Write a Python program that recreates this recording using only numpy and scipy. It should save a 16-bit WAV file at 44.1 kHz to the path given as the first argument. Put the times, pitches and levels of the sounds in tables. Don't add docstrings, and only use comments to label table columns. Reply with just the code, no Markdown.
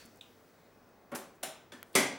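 import sys
import numpy as np
from scipy import signal
from scipy.fft import rfft, irfft, next_fast_len
from scipy.io import wavfile
from scipy.ndimage import uniform_filter1d

SR = 44100
rng = np.random.default_rng(int(sys.argv[2]) if len(sys.argv) > 2 else 0)


def ratio(d):
    e = np.asarray(d, float) / 20
    return 10 ** e


def persist_wave(psi):
    counts = np.round(np.clip(psi, -1, 1) * 32767).astype(np.int16)
    wavfile.write(sys.argv[1], SR, np.atleast_2d(counts).T)


N = 96314
BURST_N = 16384
BANDS_HZ = 30 * 2 ** np.arange(0, 9.4, .5)


def unit(x):
    return x / np.sqrt(np.sum(x ** 2))


def stereo(mid, side):
    return np.array([mid + side, mid - side])


def read(table, hz):
    a = np.array(table, float)
    return np.interp(np.log(np.maximum(hz, 1)), np.log(a[:, 0]), a[:, 1])


def colour(x, table, edge_db=-40):
    hz = np.arange(2049) * SR / 4096
    db = read([(table[0][0] / 2, table[0][1] + edge_db)] + list(table), hz)
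    cepstrum = irfft(db * np.log(10) / 20)
    cepstrum[1:2048] *= 2
    cepstrum[2049:] = 0
    impulse = irfft(np.exp(rfft(cepstrum)))
    return signal.fftconvolve(np.atleast_2d(x), impulse[None], axes=1)[:, :np.shape(x)[-1]]


def carve(x, holes):
    hz = np.fft.rfftfreq(x.shape[-1], 1 / SR)
    gain_db = np.zeros_like(hz)
    for f_hz, width_hz, db in holes:
        gain_db += db * np.exp(-((hz - f_hz) / width_hz) ** 2)
    return irfft(rfft(x) * ratio(gain_db), x.shape[-1])


def band(x, hz):
    f = np.maximum(np.fft.rfftfreq(x.shape[-1], 1 / SR), 1)
    octaves = np.log2(f / hz)
    return irfft(rfft(x) * np.cos(np.pi / 2 * np.clip(2 * octaves, -1, 1)) ** 2, x.shape[-1])


def walk(rate_hz):
    k = int(SR / rate_hz)
    steps = np.repeat(rng.standard_normal(N // k + 1), k)
    w = uniform_filter1d(uniform_filter1d(steps, k), k)[:N]
    return w / np.std(w)


def ring(modes, t):
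    return sum(ratio(db) * np.sin(2 * np.pi * hz * t) * ratio(-60 * t / t60) for hz, db, t60 in modes)


def struck(modes, s, db, t, rise_s):
    after = np.maximum(t - s, 0)
    modes_sum = sum((-1) ** k * ring([m], after) for k, m in enumerate(modes))
    return ratio(db) * modes_sum * (1 - np.exp(-after / max(rise_s, 1e-4)))


# f/Hz, t60/s
ROOM_T60_S = [(100, 0.73), (250, 0.5), (700, 0.52), (2500, 0.49), (6000, 0.43), (10000, 0.28),
              (16000, 0.26)]
# f/Hz, level/dB
ROOM_SIDE_DB = [(60, -17), (110, -52), (200, -28), (380, -16), (700, -25.5), (1290, -22), (2380, -20.5),
                (4400, -17), (8120, -6.5), (15000, -51)]
BUILD_S, BASS_LATE_CYCLES = 0.00057, 0.84


def room(tail):
    t = np.arange(BURST_N) / SR
    noise, out = rng.standard_normal((2, BURST_N)), 0
    for hz in BANDS_HZ:
        decay = ratio(-60 * t / read(ROOM_T60_S, hz) / tail)
        env = decay * (1 - np.exp(-t / (BUILD_S + BASS_LATE_CYCLES / hz)))
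        mid, side = (unit(v) * np.sqrt(hz) for v in band(noise, hz) * env)
        out = out + stereo(mid, side * ratio(read(ROOM_SIDE_DB, hz)))
    return unit(out)


CLICK_SCATTER_DB = 5.5


def knocks(events, tone, modes=None, modes_db=-6, wet=True, strike_db=-3, holes=(), tail=1):
    lead = SR // 4
    x, blows = np.zeros((2, 2, N + lead + BURST_N))
    t = np.arange(BURST_N) / SR
    for s, db, rise_s, length_s, rattle_db in events:
        clicks = rng.standard_normal(BURST_N) * ratio(CLICK_SCATTER_DB * rng.standard_normal(BURST_N))
        swell = 1 - np.exp(-t / max(rise_s, 1e-4))
        rattle = unit(clicks * swell * np.exp(-t / max(length_s, 1e-4)))
        echo = room(tail) if wet else 0
        i = int(s * SR) + lead
        x[:, i:i + BURST_N] += ratio(db) * 30 * (ratio(rattle_db) * rattle / 2 + echo)
        blows[:, i + int(2 * rise_s * SR)] = ratio(db + strike_db) * 20
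    body = unit(colour(x, tone))
    if modes:
        rung = signal.fftconvolve(x + blows, ring(modes, t)[None], axes=1)[:, :x.shape[1]]
        body = body + ratio(modes_db) * unit(rung)
    return np.sqrt(np.sum(x ** 2)) * carve(body, holes)[:, lead:lead + N]


# f/Hz, level/dB
HOUSE_TONE = [(15, -45), (25, -17.5), (124, -12), (245, -6.5), (312, -8), (438, -6.5), (668, -10),
              (2560, -22.5), (3000, -37), (3900, -59), (6600, -120)]
HOUSE_SIDE_DB = [(60, -4), (110, -18), (200, -15), (380, -22), (700, -19.5), (1290, -19.5), (2380, -16),
                 (4400, -18), (8120, -6), (15000, -23)]
HOUSE_DB, HOUSE_FADE_DB_PER_S, FLICKER_DB = -62, -0.5, .8
# f/Hz, level/dB
HISS_TONE = [(1760, -36), (3000, -1), (6490, -1), (9400, -12), (14800, 5), (15200, -9.5), (16000, -2),
             (18400, -22), (19000, -33)]
# f/Hz, width/Hz, depth/dB
HISS_HOLES = [(9500, 590, -4.5)]
HISS_DB, HISS_FADE_DB_PER_S = -23.5, -6.5


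def house(t):
    noise, out = rng.standard_normal((2, next_fast_len(N))), 0
    fade_s = np.minimum(t, 1.1)
    for hz in BANDS_HZ:
        if hz < 3000:
            db = read(HOUSE_TONE, hz) + HOUSE_FADE_DB_PER_S * fade_s
        else:
            db = HISS_DB + read(HISS_TONE, hz) + HISS_FADE_DB_PER_S * fade_s
        mid, side = band(noise, hz)[:, :N] * ratio(db + FLICKER_DB * walk(8.34))
        out = out + stereo(mid, side * ratio(read(HOUSE_SIDE_DB, hz)))
    return carve(out, HISS_HOLES) * ratio(HOUSE_DB) / np.std(out)


# f/Hz, level/dB rms
MOTOR_TONES = [(99, -78), (247, -80), (452, -78), (2519, -84.5)]


def motor(t):
    return sum(np.sqrt(2) * ratio(db + 2 * walk(6.43)) * np.sin(2 * np.pi * hz * t) for hz, db in MOTOR_TONES)


WHISTLE_HZ, WHISTLE_DB = 15625, -78
FIELD_HZ, GAP_S, GAP_SHARE = 50, .090, .2


def screen_whistle(t):
    gate = np.abs(((t - GAP_S) * FIELD_HZ + .5) % 1 - .5) > GAP_SHARE / 2
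    tone = np.sqrt(2) * ratio(WHISTLE_DB) * np.sin(2 * np.pi * WHISTLE_HZ * t)
    return uniform_filter1d(gate * 1., size=44) * tone


# f/Hz, level/dB, t60/s
CAMERA_MODES = [(2120, -2, 0.0035), (1480, -10, 0.011), (3000, -7.5, 0.0042), (4170, -11, .003),
                (6750, -15, 0.0073), (8800, -9.5, 0.0033), (11900, 6.5, 0.0012), (15800, -6, 0.0025),
                (16800, -14, .004)]
CAMERA_S, CAMERA_DB, CAMERA_RISE_S = 1.8292, -29, 0.000081


def camera_tick(t):
    after = np.maximum(t - CAMERA_S, 0)
    return ratio(CAMERA_DB) * ring(CAMERA_MODES, after) * (1 - np.exp(-after / CAMERA_RISE_S))


# t/s, level/dB
PATS = [
    (.051, -49),
    (0.077, -56),
]
# f/Hz, level/dB, t60/s
PAT_MODES = [(237, 0.5, 0.077), (179, -20, .05)]


def pats(t):
    return sum(ratio(db) * ring(PAT_MODES, np.maximum(t - s, 0)) for s, db in PATS)


# t/s, level/dB, rise/s, rattle length/s, rattle over room/dB
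TICKS = [(.053, -61, 0.0014, 0.0039, 0), (.058, -59, 0.0011, 0.0043, 0.055),
         (.159, -66, 0.00085, .001, 0.0083), (.172, -65.5, 0.00043, 0.0023, 0.013),
         (.89, -75, 0.0018, 0.0026, 0), (1.35, -68.5, 0.0023, 0.012, 0), (2.07, -54, .001, 0.0023, 0)]
# f/Hz, level/dB
TICK_TONE = [(3000, -22), (6000, 8), (8000, 12), (13000, 7), (16000, 0), (18500, -12)]


def ticks():
    return knocks(TICKS, TICK_TONE, wet=False)


# t/s, level/dB, rise/s, rattle length/s, rattle over room/dB
SLIDE = [
    (1.834, -62.5, .03, 0.11, 0),
    (1.928, -60.5, .002, 0.0076, 0),
]
# f/Hz, level/dB
SLIDE_TONE = [(3000, -6), (6000, -7), (8500, 0), (12000, -2), (14000, -8), (17000, -22)]


def slide():
    return knocks(SLIDE, SLIDE_TONE, wet=False)


# t/s, level/dB, rise/s, rattle length/s, rattle over room/dB
SCRAPE = [
    (1.939, -51, 0.0024, 0.018, 0.017),
]
# f/Hz, level/dB
SCRAPE_TONE = [(500, 20), (1200, 15), (4500, 16), (5500, -2), (8000, -4), (17000, -25)]


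def scrape():
    return knocks(SCRAPE, SCRAPE_TONE, wet=False)


# t/s, level/dB, rise/s, rattle length/s, rattle over room/dB
EARLIER = [
    (-0.013, -50, 0.0011, 0.004, -3),
]
# f/Hz, level/dB
EARLIER_TONE = [(180, -39), (300, -34), (610, 1), (930, -11), (1160, -1.5), (3300, -6.5), (4480, -5),
                (17000, -22)]
# f/Hz, width/Hz, gain/dB
EARLIER_BUMPS = [(4440, 130, 8.7), (2570, 100, 5.4)]


def earlier_knock():
    return knocks(EARLIER, EARLIER_TONE, holes=EARLIER_BUMPS)


# t/s, level/dB, rise/s, rattle length/s, rattle over room/dB
CATCH = [
    (.210, -50.5, 0.00041, 0.0033, 3.8),
]
# f/Hz, level/dB
CATCH_TONE = [(1900, -19), (2400, -2), (3000, 3.5), (3350, 7.5), (3800, 6), (4400, -17.5), (8000, -12.5),
              (11000, -25)]
# f/Hz, width/Hz, depth/dB
CATCH_HOLES = [(3300, 87, -7)]


def latch_catch():
    return knocks(CATCH, CATCH_TONE, tail=.8, holes=CATCH_HOLES)


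# t/s, level/dB, rise/s, rattle length/s, rattle over room/dB
RACK = [
    (1.116, -59.5, 0.0035, 0.0075, 4.5),
    (1.149, -39.5, 0.0092, 0.0079, 3.3),
]
# f/Hz, level/dB
RACK_TONE = [(800, 8.5), (2000, 3), (4500, -2), (6600, -0.5), (10500, 2.5), (13000, -2), (14500, -5),
             (18500, -14)]
# f/Hz, level/dB, t60/s
RACK_MODES = [(6650, -3, .015), (8600, -2, .02), (10600, 0, .012), (14300, -5, .02)]


def rack():
    return knocks(RACK, RACK_TONE, RACK_MODES, modes_db=-22)


# t/s, level/dB, rise/s, rattle length/s, rattle over room/dB
NUDGE = [
    (1.720, -47, 0.000614, 0.007, 2),
    (1.729, -49, 0.0032, 0.0098, -5),
]
# f/Hz, level/dB
NUDGE_TONE = [(100, -14.5), (250, 3.5), (600, -12), (1290, -7.5), (1740, -5), (2100, -13), (8370, -21.5),
              (12500, -28), (15000, -44)]
# f/Hz, level/dB, t60/s
NUDGE_MODES = [(265, -2, .07), (370, -2, .08), (580, -1, .07), (1050, -4, .05), (1780, 0, .07),
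               (3400, 6, .012)]


def nudge():
    return knocks(NUDGE, NUDGE_TONE, NUDGE_MODES, modes_db=-6, strike_db=4)


# t/s, level/dB, rise/s, rattle length/s, rattle over room/dB
THUMPS = [
    (1.117, -40.5, 0.007, 0.0068, -1.3),
    (1.138, -40, 0.003, 0.0029, -1.4),
    (1.536, -72, 0.0019, 0.0059, 0),
]
# f/Hz, level/dB
THUMP_TONE = [(80, -21.5), (209, 2.5), (950, -5), (1100, -6), (2400, -16.5), (3500, -25.5), (8000, -51)]
# f/Hz, level/dB, t60/s
DOOR_MODES = [(252, -1, .09), (395, -3, .09), (580, 0, .09), (750, -6, .07), (1100, -5, .05),
              (1390, -6, .05)]
DOOR_RING = [(182, 2, .15), (251, 3, 0.23), (574, 2, .15), (762, 1, .2), (1100, -17, 0.11), (1376, -6, .12)]


def door_thumps(t):
    hits = knocks(THUMPS, THUMP_TONE, DOOR_MODES, modes_db=-1.5, strike_db=8)
    return hits + struck(DOOR_RING, THUMPS[0][0], -48, t, rise_s=0.0063)


# t/s, level/dB, rise/s, rattle length/s, rattle over room/dB
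LID = [
    (1.429, -39, 0.0012, 0.013, 0),
    (1.432, -33.5, 0.00094, 0.0062, 0.022),
]
# f/Hz, level/dB
LID_TONE = [(160, -14.5), (700, -1), (980, -12.5), (3700, -12), (4600, -18.5), (5500, -16.5), (9400, -11.5),
            (19000, -30)]
# f/Hz, level/dB, t60/s
LID_MODES = [(1556, -6, 0.035), (4070, -10, .02), (5230, -7, 0.013), (5750, -3, 0.016), (7600, -4, .012),
             (8980, -4, .015), (10300, 1, 0.013)]
LID_RING = [(387.5, -7, 0.57), (581, -11, 0.2), (599, 8, 0.11), (642, -1, 0.46), (731, 1, 0.34),
            (750, 4, 0.092), (765, 2, 0.35), (795, -2, 0.42), (1520, -6, 0.19)]
# f/Hz, width/Hz, depth/dB
LID_HOLES = [(463, 89, -7), (680, 115, -2.5), (4670, 250, -6), (6330, 150, -4), (8200, 450, -8),
             (10100, 200, -9), (11200, 180, -1)]


def lid(t):
    hits = knocks(LID, LID_TONE, LID_MODES, modes_db=-10.5, strike_db=2, holes=LID_HOLES)
    return hits + struck(LID_RING, LID[1][0], -49, t, rise_s=.008)


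# t/s, level/dB, rise/s, rattle length/s, rattle over room/dB
CLACK = [
    (1.952, -17.5, 0.000618, 0.0057, -3),
]
# f/Hz, level/dB
CLACK_TONE = [(100, -28), (150, -10), (190, -2.5), (600, -6.5), (1500, -12.5), (2100, -4.5), (2800, -15),
              (10000, -14), (17200, -34.5), (19000, -72)]
# f/Hz, level/dB, t60/s
CLACK_MODES = [(197.4, 11.5, 0.067), (634, -8, 0.16), (960, -11, 0.05), (1253, 5.5, 0.065),
               (2090, 14, 0.02), (2306, 10.5, 0.025), (3430, 22.5, 0.0075), (4800, 12, 0.012),
               (6010, 16.5, 0.018), (7620, -10, .015), (9300, 14, 0.017)]
PANEL_RING = [(197, 13.5, 0.049), (229, -3.5, 0.26), (269.5, -2.5, 0.63), (292, -11, 0.64),
              (383.9, 8.5, 0.25), (460.4, -1, 0.23), (565, -7, 0.59), (616.6, -1.5, 0.22), (708, -3, 0.23),
              (842, -5, 0.38), (985, -6.5, 0.27), (1166, 1.5, .15), (1290, 3.5, .12), (523, -4, 0.17)]
WIRE_RING = [(1434, -7.5, 0.46), (1542, -3, 0.42), (1606, -2, 0.43), (1890, -9.5, 0.67), (1984, -3.5, 0.61),
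             (2055, -1.5, 0.5), (2120, -3.5, 0.38), (2129, -1, 0.54), (2180, -5, 0.42), (2260, 1.5, 0.34),
             (2310, 2, .25), (2385, -9, .33), (2585, -21, 0.31)]
# f/Hz, width/Hz, depth/dB
CLACK_HOLES = [(340, 17, -3), (1787, 51, -14)]


def clack(t):
    blow = knocks(CLACK, CLACK_TONE, CLACK_MODES, modes_db=-10, strike_db=-3.0, holes=CLACK_HOLES)
    panel = struck(PANEL_RING, CLACK[0][0], -31.5, t, rise_s=0.0073)
    wires = struck(WIRE_RING, CLACK[0][0], -34, t, rise_s=0.009)
    return blow + panel + wires


def scene():
    t = np.arange(N) / SR
    background = house(t) + motor(t) + screen_whistle(t)
    hits = ticks() + slide() + scrape() + earlier_knock() + latch_catch() + rack() + nudge()
    hits = hits + door_thumps(t) + lid(t) + clack(t)
    low_cut = signal.butter(4, 106, "high", fs=SR, output="sos")
    return background + camera_tick(t) + pats(t) + signal.sosfilt(low_cut, hits)


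def band_limit(x):
    return signal.sosfilt(signal.butter(12, 19110, fs=SR, output="sos"), x)


# f/Hz, level/dB
LEFT_DB = [(30, 5), (80, 4.5), (150, 3), (300, 0), (1200, 1), (12000, 0.6)]
TOP_HZ, CEILING = 19110, .45
DUCK_S, DUCK_LEN_S, DUCK_DB = .205, .003, -12


def record(dry):
    t = np.arange(N) / SR
    hz = np.fft.rfftfreq(N, 1 / SR)
    tilt_db = read(LEFT_DB, hz) / 2
    mics = irfft(rfft(dry) * ratio(np.array([tilt_db, -tilt_db])) * (hz < TOP_HZ), N)
    limited = CEILING * np.tanh(mics / CEILING)
    duck = ratio(DUCK_DB * np.exp(-((t - DUCK_S) / DUCK_LEN_S) ** 2))
    return band_limit(limited * duck)


dry = scene()
out = record(dry)
persist_wave(out)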